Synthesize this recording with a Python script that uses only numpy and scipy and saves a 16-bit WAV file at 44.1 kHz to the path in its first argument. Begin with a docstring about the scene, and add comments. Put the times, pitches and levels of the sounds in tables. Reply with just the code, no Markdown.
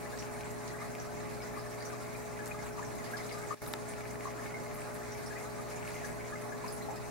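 """Filter stream in a glass turtle tank

Indoors, a filter returns water to the tank over the mains hum of its pump and a thin electrical whine.
Shaped noise makes the rumble and wash; trapped bubbles ring as short gliding tones that echo in the glass.
Droplets tick and patter as tiny damped impacts, and froth sprays bursts of crackling hiss.
Midway the sound drops out for a moment, and a sharp click, a cluster of damped tones, follows."""
import sys
import numpy as np
from scipy import signal
from scipy.fft import rfft, irfft
from scipy.io import wavfile
from scipy.ndimage import uniform_filter1d

SR = 44100
rng = np.random.default_rng(int(sys.argv[2]) if len(sys.argv) > 2 else 0)


def unload_wav(signal):
    """Save mono or channel-first audio to the path in sys.argv[1] as 16-bit WAV at rate SR, clipped to [-1, 1]."""
    wavfile.write(
        sys.argv[1],
        SR,
        np.round(np.clip(np.atleast_2d(signal).T, -1, 1) * 32767).astype(np.int16),
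    )


N = 313110  # length in samples

# pump hum: mains_multiple, level_db, left_minus_right_db, waver_db
HUM_HARMONICS = [(1, -61.5, 22, 2), (2, -53, 0, 0.76), (4, -56.5, 2.5, -0.4), (5, -67, -4, -1.5),
                 (6, -61.5, -26, .5), (7, -49, 3, 0.5), (8, -67.5, 9, .5), (9, -62, -33, -1),
                 (10, -54, -1, 1.6), (11, -57.5, 6, 1), (12, -59.5, -13, .5), (14, -58, -1.5, 0.2)]
MAINS_HZ, WHINE_HZ = 59.99, 15734
# strength of the splashing over time: time_s, strength_db
SPLASH_STRENGTH = [(0, 2), (.8, 0.9), (1.5, 1.2), (2.8, 1.1), (3.5, 4.5), (3.68, 1), (4.4, 0.65),
                   (5.9, 2.1), (6.55, 0.5), (7.1, 0.5)]
# colour of the filter and room rumble: frequency_hz, relative_density_db (per Hz)
RUMBLE_COLOUR = [(20, -40), (55, 2), (90, -8.5), (155, 3), (200, -1), (250, 0.5), (340, -5), (460, -7),
                 (550, -5), (625, -7.5), (700, -1.5), (765, -15), (832, -1.5), (885, -10.5), (980, -8),
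                 (1300, -12.5), (2500, -36.5)]
# colour of the churning water before the tank resonances: frequency_hz, relative_density_db (per Hz)
CHURN_COLOUR = [(100, -10), (400, -3.5), (780, -3.5), (1150, 1.5), (1450, -4), (2200, -2.5), (2550, -8),
                (2950, -13.5), (3300, -16), (4000, -10.5), (5200, -12.5), (6400, -9), (9000, -11.5),
                (12700, -16), (13800, -50), (16000, -35)]
# resonances of the air space in the tank: centre_hz, width_hz, lift_db
TANK_RESONANCES = [(1220, 75, 1), (1703, 94, 5.5), (2090, 97, 3), (2520, 120, 2.5)]
# likeness of the two noise channels: frequency_hz, correlation (-1 to 1)
CHANNEL_LIKENESS = [(60, -0.62), (160, -0.64), (280, -0.65), (450, -0.26), (1400, 0.064), (3100, 0.68),
                    (5000, 0.41), (6800, -0.038), (15000, -0.17)]
# side from which the churning water is heard: frequency_hz, left_minus_right_db
WATER_SIDE = [(300, 13.5), (1100, -1), (2100, 0), (3100, 0), (4000, 1), (6500, 0.5), (10000, -3.5),
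              (12000, -3), (14000, 37)]
# strength of the dull patter of drops: time_s, level_db
PATTER_LEVEL = [(0, -57), (1.2, -66), (2.8, -60), (3.3, -59.5), (6.4, -58), (7.1, -78)]
# side from which the lesser bubbles are heard: pitch_hz, left_minus_right_db
BUBBLE_SIDE_BY_PITCH = [(1000, 12), (1700, 7), (2400, 1), (5500, 0), (10000, -2.5)]
# the loudest bubbles: start_s, pitch_hz, relative_level_db, left_minus_right_db, t60_s
LOUD_BUBBLES = [(.057, 1970, -54, 5, .06), (.133, 1660, -50.5, 4, .1), (.187, 5600, -50, -2, 0.21),
                (.336, 8760, -57, -5, 0.17), (.504, 7260, -57, -1, .15), (.737, 1650, -54, 8, 0.084),
                (.807, 2090, -51, 1, 0.14), (.815, 1216, -48, 4, 0.084), (.997, 5830, -52, 1, 0.17),
                (1.088, 1515, -56, 4, .08), (1.418, 4980, -55, 0, .2), (1.539, 1690, -54, 3, 0.065),
                (1.555, 2030, -55, 4, .06), (1.563, 1174, -46, 1, 0.15), (1.593, 5030, -58, 4, 0.14),
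                (1.661, 1730, -54, 6, 0.11), (1.803, 4610, -55, 1, 0.21), (1.851, 5850, -51.5, -1, 0.18),
                (1.899, 1555, -54, 2, 0.1), (1.927, 1163, -48, 6, .12), (2.146, 2360, -53, 5, .07),
                (2.39, 1640, -47.5, 8, 0.093), (2.477, 11350, -56, 1, 0.17), (2.509, 2430, -47.5, 7, 0.061),
                (2.543, 1220, -50, 2, 0.12), (2.591, 2085, -51.5, 0, 0.088), (2.777, 1167, -48, 7, .13),
                (2.7915, 1000, -45.5, 1, 0.043), (2.826, 1700, -49.5, 6, 0.053), (2.828, 6910, -56, 0, .2),
                (2.848, 5840, -55, 2, .17), (3.006, 1990, -55, 1, .07), (3.04, 4700, -58, -2, .17),
                (3.116, 11760, -58, -1, .15), (3.133, 1632, -40, 5, 0.065), (3.168, 4920, -54, -1, .17),
                (3.184, 2040, -49.5, 0, .12), (3.309, 2120, -51, 4, 0.083), (3.321, 4840, -54, 1, 0.2),
                (3.343, 1205, -46, 6, 0.2), (3.431, 1650, -53, 7, 0.099), (3.433, 2130, -53, 3, 0.12),
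                (3.506, 1200, -38, 7, 0.08), (3.524, 1197, -44.5, 3, .06), (3.67, 1280, -53.5, 0, 0.016),
                (3.676, 10500, -50.5, 1, 0.16), (3.886, 8900, -49.5, -3, 0.22),
                (4.2535, 1133, -43, 5, 0.07), (4.268, 1110, -43.5, 0, .07), (4.453, 2150, -50, 1, 0.29),
                (4.539, 2100, -44.5, 2, 0.18), (4.7, 2060, -58, 6, .1), (4.742, 11600, -54, 0, .2),
                (4.804, 8720, -56, -3, 0.17), (4.941, 10500, -54.5, -2, .2), (5.118, 5840, -52.5, 1, .17),
                (5.261, 5360, -53, -1, 0.19), (5.263, 8860, -56, -4, 0.17), (5.307, 1660, -49, 5, 0.15),
                (5.353, 1950, -50, 2, .1), (5.369, 2400, -54, 8, 0.089), (5.586, 1220, -52.5, 2, .16),
                (5.758, 6800, -55, 1, .18), (5.945, 6350, -55.5, 1, 0.25), (5.957, 2060, -53, 7, 0.084),
                (6.032, 1670, -47, 6, .1), (6.047, 5960, -53, 1, 0.12), (6.065, 10750, -55.5, -3, 0.19),
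                (6.091, 1660, -52, 11, 0.14), (6.322, 1235, -48, 4, 0.13), (6.323, 1676, -45.5, 9, 0.085),
                (6.355, 2070, -49.5, 1, .12), (6.519, 1670, -48.5, 7, 0.11), (6.638, 997, -43.5, 2, 0.15),
                (6.678, 4930, -51.5, -2, 0.19), (6.724, 10000, -47.5, -3, 0.24), (6.807, 2030, -55, 1, .09),
                (6.821, 4060, -57, 3, 0.15), (6.885, 820, -43, 6, 0.086), (6.907, 830, -43.5, 1, .08),
                (6.959, 4970, -58, 1, 0.17)]
# the loudest droplet ticks: start_s, relative_level_db, pitch_hz, spatter_strength (0 to 1)
LOUD_TICKS = [(0.176, -36, 4400, .4), (0.2255, -36.5, 2600, 0.6), (0.4085, -37, 2380, .8),
              (.434, -40, 2400, .3), (.458, -39.5, 2400, .2), (0.9515, -37, 2400, .5),
              (1.825, -36, 5500, .5), (2.469, -33, 7000, 0.2), (2.476, -34, 7400, .4),
              (3.6632, -39, 3800, 1), (3.685, -43, 2200, .3), (3.937, -39, 2400, .5),
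              (4.007, -39, 2200, .1), (4.054, -37, 2200, .2), (4.156, -35.5, 1900, 0.3),
              (4.208, -35, 2100, .1), (4.3055, -37, 2100, 0), (4.713, -37, 2090, .1),
              (4.7568, -38, 2200, .1), (4.819, -39, 2200, .1), (5.773, -41, 2200, .2),
              (5.828, -38, 2300, .1), (5.85, -40, 2270, .1), (5.8768, -34.5, 2300, 0.4),
              (5.9063, -38, 2200, .1), (5.9432, -38, 2300, .1), (5.9665, -40, 2600, .1), (6, -42, 2300, .1)]
# short sprays of fine droplets: start_s, level_db, centre_hz, t60_s
FROTH_SPRAYS = [(0.187, -48, 5670, .22), (0.675, -51, 5000, .24), (1.85, -52, 9000, .24),
                (2.165, -52.5, 8000, 0.26), (2.457, -46, 7400, 0.16), (2.95, -56, 9000, .3),
                (3.04, -50.5, 5000, .24), (3.135, -52, 9000, .15), (3.168, -48, 4400, .24),
                (3.176, -52, 11000, .12), (3.29, -51, 3600, .24), (3.32, -51, 7000, .24),
                (3.617, -50, 11000, .3), (3.66, -49, 12000, .08), (3.674, -42, 12500, .07),
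                (3.684, -47, 14500, .06), (3.729, -41, 11500, 0.033), (4.105, -52, 8000, 0.26),
                (5.7, -54, 7500, .4), (5.95, -55, 9000, .24), (6.674, -51, 9000, .24)]
# ringing parts of the sharp click: pitch_hz, relative_level_db, t60_s
CLICK_RINGS = [(880, -39.5, 0.016), (1300, -38, 0.011), (1750, -41, 0.013), (2180, -38, 0.011),
               (3920, -31, 0.0058), (5750, -43, 0.006), (7140, -39.5, 0.005)]
CLICK_S = 3.7368
# the momentary dropout: start_s, end_s
DROPOUT_SPAN = (3.548, 3.617)
CUTOFF_HZ = 15950


def amp(db):
    """Decibels to gain."""
    return 10 ** (np.asarray(db) / 20)


def unit(x):
    """Scales to rms 1."""
    return x / np.sqrt(np.mean(x ** 2) + 1e-20)


def read(points, hz):
    """Reads a table on a log-frequency axis."""
    f, value = np.transpose(points)
    return np.interp(np.log(hz + 1), np.log(f + 1), value)


def curve(rows):
    """Joins rows of (time_s, value) by straight lines."""
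    return np.interp(np.arange(N) / SR, *np.transpose(rows))


def pan(left_minus_right_db):
    """Left and right gains of equal total power."""
    return unit(amp([[left_minus_right_db / 2], [-left_minus_right_db / 2]]))


def add(mix, start_s, sound):
    """Adds a stereo sound to the mix at its start time."""
    part = mix[:, max(round(start_s * SR), 0):][:, :sound.shape[1]]
    part += sound[:, :part.shape[1]]


def drift(top_hz, count=24):
    """Random wander of rms 1: sines over a decade up to top_hz, the slower ones stronger."""
    t = np.linspace(0, N / SR, 1500)
    f = np.geomspace(top_hz / 10, top_hz, count)[:, None]
    sines = np.sin(2 * np.pi * (f * t + rng.random((count, 1))))
    wave = (sines / np.sqrt(f)).sum(0)
    return unit(np.interp(np.arange(N) / SR, t, wave))


def noise(colour_db, patchy_db, size):
    """Coloured stereo noise, with time-frequency patches that come and go in both channels."""
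    hz = np.fft.rfftfreq(size, 1 / SR)
    a, b, c, d, patches = rng.standard_normal((5, len(hz), 4 * N // size + 5))
    patches = uniform_filter1d(patches, size=12, axis=0)  # smooth across frequency
    patches = unit(uniform_filter1d(patches, size=10, axis=1))  # and across time
    same = np.clip(read(CHANNEL_LIKENESS, hz), -1, 1)[:, None]
    left = a + 1j * b
    right = same * left + np.sqrt(1 - same ** 2) * (c + 1j * d)
    spectrum = np.array([left, right]) * amp(colour_db(hz)[:, None] + patchy_db * patches)
    return unit(signal.istft(spectrum, nperseg=size, noverlap=size * 3 // 4)[1][:, :N])


def echoes(sound, t60, direct):
    """A direct sound and its dense reflections from glass and water, different at each ear."""
    t = np.arange(SR // 5) / SR
    walls = rng.standard_normal((2, len(t))) * amp(-60 * t / t60)
    walls /= np.linalg.norm(walls, axis=1, keepdims=True)
    walls[:, 0] += direct
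    return signal.fftconvolve(sound[None], walls, axes=1)


def bubble(hz, cycles=10.8, shrink=0.99, rise=0.11, t60=0.21, direct=0.45, shade_hz=1800):
    """A trapped bubble swells and rings briefly (small ones for fewer cycles), its pitch rising."""
    t = np.arange(SR // 20) / SR
    age = t * hz / (cycles * min(1, 1700 / hz) ** shrink)  # in decay times
    glide_hz = hz * (1 + rise * (np.tanh(age / 2) - .35))
    swell = 1 - np.exp(-2 * age)
    ring = np.exp(-age) * swell * np.sin(2 * np.pi * np.cumsum(glide_hz) / SR)
    # the rim of the tank shades the direct treble
    heard = echoes(ring, t60, direct * min(1, shade_hz / hz) ** 2)
    return heard / np.linalg.norm(heard, axis=1, keepdims=True)  # energy 1 per ear


def tick(hz, cycles=1.0, knock_share=0.23, t60=0.19, direct=0.7):
    """A tiny impact: a damped snap, a decaying 1800 Hz knock and a faint echo; peak 1."""
    t = np.arange(SR // 100) / SR
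    snap = np.exp(-t * hz / cycles) * np.sin(2 * np.pi * hz * t)
    knock = knock_share * np.exp(-t / 0.00092) * np.sin(2 * np.pi * 1800 * t)
    onset = 1 - np.exp(-2 * t * hz)
    heard = echoes((snap + knock) * onset, t60, direct)
    return heard / abs(heard).max()


def scatter(grain, per_s, spread_db):
    """Repeats a grain at random moments; most are small, a few large; rms 1."""
    count = N // 100
    place, chance, size, side = rng.random((4, count))
    kept = chance < per_s * N / SR / count
    height = amp(spread_db * np.minimum(-np.log(size), 3)) * kept
    train = np.zeros((2, N))
    train[:, (place * N).astype(int)] = height * np.array([np.sqrt(0.16 + side), np.sqrt(1.2 - side)])
    return unit(signal.oaconvolve(train, grain, axes=1)[:, :N])


def spatter(decay_s, low_hz, high_hz):
    """The broad snap of an impact: band-passed noise, a little different at each ear; peak 1."""
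    t = np.arange(SR // 100) / SR
    rush = rng.standard_normal(len(t)) + .5 * rng.standard_normal((2, len(t)))
    band = signal.butter(1, [low_hz, min(high_hz, SR / 2.2)], "band", fs=SR)
    snap = signal.lfilter(*band, rush * t / decay_s * np.exp(-t / decay_s))
    return snap / abs(snap).max()


def water_db(hz):
    """Spectrum of the water, lifted at the resonances of the tank."""
    lift = sum(db / (1 + (2 * (hz - f) / width) ** 2) for f, width, db in TANK_RESONANCES)
    return read(CHURN_COLOUR, hz) + lift


def lean(hz):
    """Left and right gains for the water at these pitches."""
    return amp(np.array([.5, -.5])[:, None] * read(WATER_SIDE, hz))


def pump(left_lead_rad=0.99):
    """Mains harmonics from the pump, wavering a little."""
    t, out = np.arange(N) / SR, np.zeros((2, N))
    for order, db, side_db, waver_db in HUM_HARMONICS:
        phase = 2 * np.pi * (order * MAINS_HZ * t + rng.random()) + np.array([[left_lead_rad], [0]])
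        out += amp(db + waver_db * drift(6.8)) * pan(side_db) * np.sin(phase)
    return np.sqrt(2) * out  # sine peaks to rms levels


def whine(level_db=-79):
    """A thin, steady electrical whine: one high sine, equal in both channels."""
    t = np.arange(N) / SR
    return np.sqrt(2) * amp(level_db) * np.sin(2 * np.pi * WHINE_HZ * t)


def rumble(level_db=-45.0, follow=0.3):
    """Low rush of the filter and the falling stream, swelling a little with the splashing."""
    rush = noise(lambda hz: read(RUMBLE_COLOUR, hz), patchy_db=1.2, size=2048)
    return amp(level_db + follow * curve(SPLASH_STRENGTH)) * rush


def swarm(pitches_hz, per_s, spread_db):
    """Scattered bubbles at many pitches, weighted by the colour and side of the water; rms 1."""
    total = 0
    for hz in pitches_hz:
        weight = amp(water_db(hz)) * np.sqrt(hz) * lean(hz)
        total = total + weight * scatter(bubble(hz), per_s, spread_db)
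    return unit(total)


def trickle(wash_db=-52.5, gurgle_db=-57, fizz_db=-61, spray_db=-65,
            low_follow=0.78, surge_db=0.54, flutter_db=1.0):
    """The stream churns the surface: a wash, swarms of large and small bubbles, and spray."""
    flow_db = curve(SPLASH_STRENGTH) + surge_db * drift(12)
    wash = noise(water_db, patchy_db=2.0, size=512)
    wash = irfft(rfft(wash) * lean(np.fft.rfftfreq(N, 1 / SR)), N)
    gurgle = swarm(np.geomspace(750, 2600, num=20), per_s=7, spread_db=2.0)
    fizz = swarm(np.geomspace(3500, 13000, num=26), per_s=16, spread_db=4.5)
    spray_hz = np.geomspace(4200, 11000, num=8)
    spray = unit(sum(scatter(tick(hz, direct=0.81), per_s=46, spread_db=4.5) for hz in spray_hz))
    deep = amp(wash_db) * wash + amp(gurgle_db) * gurgle
    bright = amp(fizz_db) * fizz + amp(spray_db) * spray
    flutter = amp(flutter_db * drift(50))  # the stream lands in uneven lumps
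    return flutter * (amp(low_follow * flow_db) * deep + amp(flow_db) * bright)


def patter(side_db=4):
    """Drops land with dull little knocks, each a short damped tone."""
    pitches_hz = np.geomspace(1500, 2400, num=5)
    drops = sum(scatter(tick(hz, cycles=2.1, knock_share=0), per_s=12, spread_db=2.5) for hz in pitches_hz)
    return amp(curve(PATTER_LEVEL)) * pan(side_db) * unit(drops)


def bubbling(low_hz=946.4, high_hz=2362, per_s=34, level_db=-62.5, spread_db=3.5, count=290):
    """Lesser bubbles overlap at loosely even intervals, louder when the splashing is strong."""
    out, flow_db = np.zeros((2, N)), curve(SPLASH_STRENGTH)
    wait, size, strength = rng.random((count, 3)).T
    starts_s = np.cumsum(2 * wait) / per_s
    pitches_hz = low_hz * (high_hz / low_hz) ** size
    offsets_db = spread_db * (2 * strength - 1)
    for s, hz, db in zip(starts_s, pitches_hz, offsets_db):
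        if s < N / SR:
            ring = bubble(hz, cycles=17.2, rise=0.052, direct=1.5, t60=0.16)
            gain = amp(level_db + db + flow_db[int(s * SR)]) * np.sqrt(SR / 20)  # level over 50 ms
            add(out, s, gain * pan(read(BUBBLE_SIDE_BY_PITCH, hz)) * ring)
    return out


def plinks(level_db=-2.0, clear=0.35, shade_hz=2700, deep_hz=1550, swell_s=0.0027, rise=0.018,
           echo_cycles=8, width=0.85):
    """Single bubbles stand out: a rising note in echoes, tiny ones mostly echo, the biggest broad gulps."""
    out, t = np.zeros((2, N)), np.arange(SR // 5) / SR
    for s, hz, db, side_db, t60 in LOUD_BUBBLES:
        glide_hz = hz * (1 + rise * (np.tanh(10 * t / t60) - .5))
        envelope = amp(-60 * t / t60) * (1 - np.exp(-t / swell_s))
        note = envelope * np.sin(2 * np.pi * np.cumsum(glide_hz) / SR)
        tight = min(1, hz / deep_hz) ** 1.4  # big bubbles ring for fewer cycles
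        echo = bubble(hz, cycles=echo_cycles * tight, shrink=0.76, t60=t60, direct=0.17)
        middle, side = echo[:, :len(t)]
        blur = np.array([middle + width * side, middle - width * side])
        share = np.clip(clear * tight * min(1, shade_hz / hz) ** 2.2, 0, 1)  # power of the clear note
        heard = unit(np.sqrt(share) * unit(note) + np.sqrt(1 - share) * unit(blur))
        gain = amp(level_db + db) * np.sqrt(SR / 20 / len(t))  # energy referred to 50 ms
        add(out, s, gain * pan(side_db) * heard)
    return out


def ticks(level_db=-0.5, side_db=5.0, cycles=1.9, snap_hz=2400):
    """Single droplets strike close by: a brief ring, and a thin broad spatter when they burst."""
    out = np.zeros((2, N))
    for s, db, hz, burst in LOUD_TICKS:
        gain = amp(level_db + db) * pan(side_db)
        add(out, s, gain * tick(hz, cycles=cycles * min(1, snap_hz / hz), knock_share=0.19, direct=1.4))
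        add(out, s, gain * burst * spatter(decay_s=0.0009, low_hz=2500, high_hz=8000))
    return out


def sprays(octaves=0.57, rise_s=0.00095, crackle_db=4):
    """Bursting froth throws up a crackling hiss, band-shaped noise that dies away in the tank."""
    out, t = np.zeros((2, N)), np.arange(SR // 5) / SR
    hz = np.fft.rfftfreq(len(t), 1 / SR) + 1
    for s, db, centre_hz, t60 in FROTH_SPRAYS:
        colour = np.exp(-.5 * (np.log2(hz / centre_hz) / octaves) ** 2)
        crackle = amp(crackle_db * unit(uniform_filter1d(rng.standard_normal(len(t)), size=30)))
        hiss = unit(irfft(rfft(crackle * rng.standard_normal((2, len(t)))) * colour))
        add(out, s, amp(db - 60 * t / t60) * (1 - np.exp(-t / rise_s)) * hiss)
    return out


def click(level_db=6.0, side_db=3, rise_s=0.00019, direct=1.1, snap_db=-26):
    """One hard, dry click very near: a broad noise snap and a short ring of damped tones."""
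    out, t = np.zeros((2, N)), np.arange(SR // 20) / SR
    ring = np.zeros(len(t))
    for k, (hz, db, t60) in enumerate(CLICK_RINGS):
        ring += (-1) ** k * amp(db - 60 * t / t60) * np.sin(2 * np.pi * hz * t)  # alternating polarity
    heard = echoes(ring * (1 - np.exp(-t / rise_s)), t60=0.016, direct=direct) / direct
    add(out, CLICK_S, amp(level_db) * pan(side_db) * heard)
    snap = spatter(decay_s=0.00061, low_hz=2000, high_hz=9000)
    add(out, CLICK_S, amp(snap_db) * pan(side_db) * snap)
    return out


def scene():
    """Pump, whine, filter and water together, with the click."""
    steady = pump() + whine() + rumble() + trickle() + patter() + bubbling()
    return steady + plinks() + ticks() + sprays() + click()


def record(dry, dropout_db=-15.0, treble_left_db=-16, hiss_db=-70):
    """The level falls away for a moment, the treble less, over a faint steady hiss; then the band limit."""
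    t = np.arange(N) / SR
    inside = (t > DROPOUT_SPAN[0]) & (t < DROPOUT_SPAN[1])
    gap = uniform_filter1d(1. * inside, size=100)  # softened edges
    treble = dry - uniform_filter1d(dry, size=13, axis=1)
    heard = dry * amp(dropout_db * gap) + amp(treble_left_db) * gap * treble
    heard = heard + amp(hiss_db) * rng.standard_normal(dry.shape)
    lowpass = signal.firwin(801, CUTOFF_HZ, window=("kaiser", 9), fs=SR)
    return signal.oaconvolve(heard, lowpass[None], "same", axes=1)


dry = scene()
out = record(dry)
unload_wav(out)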